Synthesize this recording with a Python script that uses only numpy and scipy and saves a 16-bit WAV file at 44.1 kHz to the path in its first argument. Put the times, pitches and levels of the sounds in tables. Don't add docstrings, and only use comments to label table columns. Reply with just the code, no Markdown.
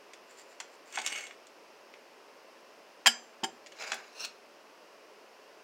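import sys
import numpy as np
from scipy import signal
from scipy.fft import rfft, irfft, next_fast_len
from scipy.io import wavfile
from scipy.ndimage import map_coordinates

SR = 44100
rng = np.random.default_rng(int(sys.argv[2]) if len(sys.argv) > 2 else 0)


def to_wav(sig):
    pcm = np.clip(np.atleast_2d(sig), -1, 1) * 32767
    pcm = np.round(pcm).astype(np.int16)
    wavfile.write(sys.argv[1], SR, pcm.T)


N = 248484


def dropped_utensil(landed_s=3.3, landed_damping=1.5, ring_trim_db=-2.5, thud_trim_db=3.5):
    # (time [s], clack [dB], clack top [Hz], ring [dB], thud [dB])
    blows = [(3.0598, -15, 3830, -26, -45.5), (3.063, -22, 11000, -22, -50),
             (3.0692, -14.5, 14100, -18.5, -40), (3.0738, -17, 5400, -20.5, -40),
             (3.433, -38, 1500, -50, -31), (3.4364, -34, 5500, -33, -28), (3.439, -30.5, 6100, -46, -34),
             (3.4432, -33.5, 12000, -30, -34)]
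    # (frequency [Hz], level [dB], t60 [s])
    steel_modes = [(1408, -14.5, .13), (1660, -11, .1), (1707, -11.5, .1), (1841, -19, .12),
                   (2240, -16, .1), (2400, -24, .09), (2810, -22, .09), (2910, -15.5, .08),
                   (2980, -5, .105), (3186, 1.5, .064), (4638, -8.5, .048), (4785, -4.5, .05),
                   (4893, -20, .3), (5037, -2.5, .04), (5300, -10.5, .07), (5410, -17.5, .17),
                   (6175, -28, 0.38), (7238, -7.5, .065), (7294, -28.5, 0.41), (7410, -5, .04),
                   (7668, -28, .25), (8220, -40, .26), (8772, -17, 0.1), (9300, -17, .045),
                   (11260, -35, .13), (13140, -32, .12), (13680, -24, .07)]
    out = np.zeros(N)
    for s, clack_db, top_hz, ring_db, thud_db in blows:
        damping = landed_damping if s > landed_s else 1
        steel = ring(steel_modes, scatter_db=2.5, damping=damping, phase_s=round(s * SR) / SR)
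        add(out, s, amp(clack_db) * clack(low_hz=25, top_hz=top_hz, t60_s=0.038, snap=2.2))
        add(out, s, amp(ring_db + ring_trim_db) * low_cut(steel, edge_hz=660))
        add(out, s, amp(thud_db + thud_trim_db) * thud(scatter_db=2))
    return out


def taps(ping_db=-9, knock_db=-8, knock_below_hz=700):
    # (time [s], level [dB], low edge [Hz], top [Hz])
    contacts = [(.1346, -43, 1500, 7150), (0.6018, -33, 1000, 7500), (.6085, -42, 700, 6000),
                (0.925, -42.5, 1500, 9000), (.9573, -35.5, 2200, 8000), (0.9737, -27, 550, 2700),
                (.986, -30, 498, 6100), (1.017, -38, 2000, 9000), (1.063, -25, 1790, 8500),
                (1.074, -31.5, 1700, 8000), (1.2683, -43, 2150, 7900), (1.309, -43.5, 1400, 2800),
                (1.4693, -52.5, 4000, 9000), (1.939, -47, 1600, 3500), (3.662, -46, 1600, 5600),
                (3.6691, -46.5, 2500, 5800), (3.721, -44.5, 1490, 5200), (3.8209, -37, 900, 6000),
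                (3.919, -24, 597, 5230), (3.9316, -32, 400, 4150), (3.942, -39, 3500, 14000),
                (4.2488, -36, 2900, 11900)]
    # (frequency [Hz], level [dB], t60 [s])
    handle_modes = [(1137, -6.5, 0.084), (3383, -4, 0.076), (5660, -11.5, 0.074)]
    out = np.zeros(N)
    for s, db, low_hz, top_hz in contacts:
        add(out, s, amp(db) * clack(low_hz, top_hz, t60_s=0.037, snap=2.3))
        add(out, s, amp(db + ping_db) * low_cut(ring(handle_modes, scatter_db=2.5), low_hz))
        depth = 1 / (1 + (low_hz / knock_below_hz) ** 4)
        add(out, s, amp(db + knock_db) * depth * low_cut(thud(scatter_db=2.5), edge_hz=450))
    return out


def clack(low_hz, top_hz, t60_s, snap, size=8192):
    # (frequency [Hz], density [dB])
    spectrum = [(40, -67), (120, -40.5), (300, -24.5), (550, -9.5), (780, 6.5), (1180, -2.5), (1550, 3.5),
                (2600, 2.5), (3900, -2.5), (5200, -4), (7000, 3.5), (9000, -7.5), (12000, -12.5),
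                (15500, -9)]
    t = np.arange(size) / SR
    hz = np.fft.rfftfreq(size, 1 / SR) + 1
    burst = rng.standard_normal(size) * amp(-60 * t / t60_s)
    burst[0] = snap
    band_loss = np.sqrt((1 + (low_hz / hz) ** 4) * (1 + (hz / top_hz) ** 6))
    gain = amp(along(spectrum, hz)) / band_loss
    return irfft(rfft(burst) * minimum_phase(unit(gain)))


def thud(scatter_db):
    # (frequency [Hz], level [dB], t60 [s])
    table_modes = [(170, -47, .12), (235, -9.5, 0.23), (340, -15, 0.11), (391, -14.5, 0.15),
                   (770, -10, 0.12), (897, -8.5, .065), (950, -26, 0.046), (1117, -30, 0.068)]
    return low_cut(ring(table_modes, scatter_db), edge_hz=158)


def ring(modes, scatter_db, damping=1, phase_s=0):
    t = np.arange(SR // 2) / SR
    onset = 1 - np.exp(-t / .0002)
    out = np.zeros(len(t))
    for hz, db, t60_s in modes:
        level_db = db + scatter_db * rng.standard_normal() - 60 * damping * t / t60_s
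        out += amp(level_db) * np.sin(2 * np.pi * hz * (t + phase_s))
    return onset * out


def slides():
    # (frequency [Hz], density [dB])
    brush_rasp = [(600, -16), (1800, 11), (3500, 3.5), (5800, -2), (7500, 5), (9000, -3), (10500, -13.5),
                  (15500, -12)]
    draw_rasp = [(120, -45), (200, -24), (358, -14), (430, -11), (454, -15.5), (690, -8.5), (974, -17),
                 (1450, -7), (1620, -9.5), (2170, -3), (4260, -18), (6830, -14), (9660, -30), (15500, -35)]
    shove_rasp = [(120, -38), (200, -10.5), (333, -22), (437, -5.5), (653, 0.5), (842, -4.5), (1590, -5),
                  (2020, -6), (2210, 3.5), (3300, -15), (6350, -9), (6960, -12), (8500, -24), (15500, -33)]
    lift_rasp = [(120, -56), (200, -17.5), (1510, -3), (2090, -19), (2700, 5.5), (3180, -23), (4260, -3),
                 (4580, -8), (6350, -15.5), (9660, -20), (10400, -26), (12500, -36), (15500, -34)]
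    # (centre [Hz], width [Hz], level [dB])
    brush_peaks = [(4600, 200, -4), (7230, 200, 3), (7950, 140, -24)]
    draw_peaks = [(2200, 70, -0.5), (2640, 37, 3.5), (2900, 90, -1), (3350, 60, -7), (4500, 50, -9),
                  (5590, 33, -6), (6300, 140, -7.5), (6800, 78, -4), (7550, 41, -3), (7740, 20, -3.5),
                  (8460, 100, -7.5)]
    shove_peaks = [(1540, 400, -6.5), (2240, 84, -4), (2700, 140, -6), (4030, 120, 1), (4840, 120, -1),
                   (5270, 46, 1), (6900, 120, -7.5), (7700, 200, -9)]
    lift_peaks = [(2790, 85, -3), (4230, 114, 8), (4870, 43, -3), (5510, 130, 6), (6260, 68, -1),
                  (7670, 40, -11), (8300, 56, -21), (10300, 300, -13), (10470, 280, -13),
                  (13100, 250, -25.5), (15550, 200, -22)]
    brush = pressure("brush", rise_db_per_s=450, fall_db_per_s=350, judder_db=1.6)
    draw = pressure("draw", rise_db_per_s=600, fall_db_per_s=186, judder_db=1.2)
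    shove = pressure("shove", rise_db_per_s=297, fall_db_per_s=93, judder_db=3.0)
    lift = pressure("lift", rise_db_per_s=228, fall_db_per_s=1800, judder_db=1.6)
    return (friction(brush, brush_rasp, brush_peaks, ring_db=-1.5, slip_hz=410, spread_db=8, grit=0.93)
            + friction(draw, draw_rasp, draw_peaks, ring_db=1, slip_hz=600, spread_db=3.5, grit=1.7)
            + friction(shove, shove_rasp, shove_peaks, ring_db=-3, slip_hz=580, spread_db=0, grit=1.1)
            + friction(lift, lift_rasp, lift_peaks, ring_db=2.5, slip_hz=800, spread_db=4, grit=0.82))


def pressure(kind, rise_db_per_s, fall_db_per_s, judder_db, ease_db_per_s=9, judder_hz=69.7):
    # (kind, fully pressed at [s], hold [s], level [dB])
    strokes = [("brush", 0.312, .01, -58.5), ("brush", .388, .015, -53.5), ("brush", .505, 0.011, -60),
               ("brush", 0.728, .005, -61.5), ("brush", 0.88, .02, -58.5), ("draw", 0.948, .05, -44),
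               ("draw", 1.05, .075, -41), ("draw", 1.155, .045, -39.5), ("shove", 3.818, 0.054, -42),
               ("lift", 4.232, .024, -37)]
    t = np.arange(N) / SR
    curves_db = [db - rise_db_per_s * np.maximum(s - t, 0)
                 - ease_db_per_s * np.clip(t - s, 0, hold_s)
                 - fall_db_per_s * np.maximum(t - s - hold_s, 0)
                 for name, s, hold_s, db in strokes if name == kind]
    judder = map_coordinates(rng.standard_normal(N // 100), [t * judder_hz], mode="mirror")
    return amp(np.max(curves_db, axis=0) + judder_db * judder)


def friction(envelope, rasp, peaks, ring_db, slip_hz, spread_db, grit, waver_db=3, waver_hz=54.9):
    slipping = rng.random(N) < slip_hz / SR
    slips = slipping * rng.choice([-1, 1], N) * amp(spread_db * rng.standard_normal(N))
    force = grit * unit(slips) + rng.standard_normal(N)
    broad = unit(filtered(force, lambda hz: amp(along(rasp, hz))))
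    ringing = np.zeros(N)
    for k, (centre_hz, width_hz, db) in enumerate(peaks):
        mode = signal.lfilter(*signal.iirpeak(centre_hz, centre_hz / width_hz, SR), force)
        ringing += (-1) ** k * amp(db + waver_db * wobble(waver_hz)) * mode
    return envelope * unit(broad + amp(ring_db) * unit(ringing))


def room(x, gap_s=.005):
    # (frequency [Hz], t60 [s])
    decay = [(200, 0.64), (1000, 0.38), (4000, 0.24), (12000, 0.14)]
    hz, t, spectra = signal.stft(rng.standard_normal(SR // 2), SR, nperseg=256)
    fade = amp(-60 * t / along(decay, hz)[:, None])
    tail = signal.istft(spectra * fade, SR, nperseg=256)[1]
    response = np.concatenate([np.zeros(round(gap_s * SR)), tail / np.linalg.norm(tail)])
    return signal.fftconvolve(x, response)[:N]


def hush(hush_db, drone_db):
    # (frequency [Hz], density [dB])
    spectrum = [(15, -92), (25, -75.5), (204, -14), (233, -12), (445, -0.5), (482, -4.5), (552, -1),
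                (804, -7.5), (997, -7.5), (2010, -12.5), (2700, -17), (3440, -24.5), (5140, -16),
                (7910, -30), (15500, -36)]
    # (centre [Hz], width [Hz], level [dB])
    drone_peaks = [(551, 133, -1.5), (1043, 166, -3), (2700, 510, -6.5)]
    broad = unit(filtered(rng.standard_normal(N), lambda hz: amp(along(spectrum, hz))))
    drone = unit(filtered(rng.standard_normal(N), lambda hz: resonances(drone_peaks, hz)))
    return amp(hush_db) * broad + amp(drone_db) * drone


def resonances(peaks, hz):
    return sum((-1) ** k * amp(db) * 1j * hz * width_hz / (centre_hz ** 2 - hz ** 2 + 1j * hz * width_hz)
               for k, (centre_hz, width_hz, db) in enumerate(peaks))


def minimum_phase(gain):
    cepstrum = irfft(np.log(np.maximum(gain, 1e-6)))
    half = len(cepstrum) // 2
    cepstrum[1:half] *= 2
    cepstrum[half + 1:] = 0
    return np.exp(rfft(cepstrum))


def low_cut(x, edge_hz):
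    return signal.sosfilt(signal.butter(2, edge_hz, "highpass", fs=SR, output="sos"), x)


def filtered(x, response):
    size = next_fast_len(len(x) + SR // 4)
    hz = np.fft.rfftfreq(size, 1 / SR)
    return irfft(rfft(x, size) * response(hz), size)[:len(x)]


def wobble(knots_per_s):
    knots = rng.standard_normal(N // 100)
    return np.interp(np.arange(N) / SR * knots_per_s, np.arange(len(knots)), knots)


def along(points, hz):
    knots_hz, values = np.transpose(points)
    return np.interp(np.log(hz + 1), np.log(knots_hz + 1), values)


def add(track, start_s, sound):
    part = track[round(start_s * SR):][:len(sound)]
    part += sound[:len(part)]


def amp(db):
    return 10 ** (np.asarray(db) / 20)


def unit(x):
    return x / np.sqrt(np.mean(x ** 2) + 1e-20)


def scene():
    drop = dropped_utensil()
    handling = taps() + slides()
    drop_echo_db, handling_echo_db = -17.5, -9.5
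    echo = room(amp(drop_echo_db) * drop + amp(handling_echo_db) * handling)
    return (drop + handling + echo + hush(hush_db=-57, drone_db=-63))[None]


def record(dry):
    top_hz = 15850
    return filtered(dry[0], lambda hz: 1 / np.sqrt(1 + (hz / top_hz) ** 200))[None]


dry = scene()
out = record(dry)
to_wav(out)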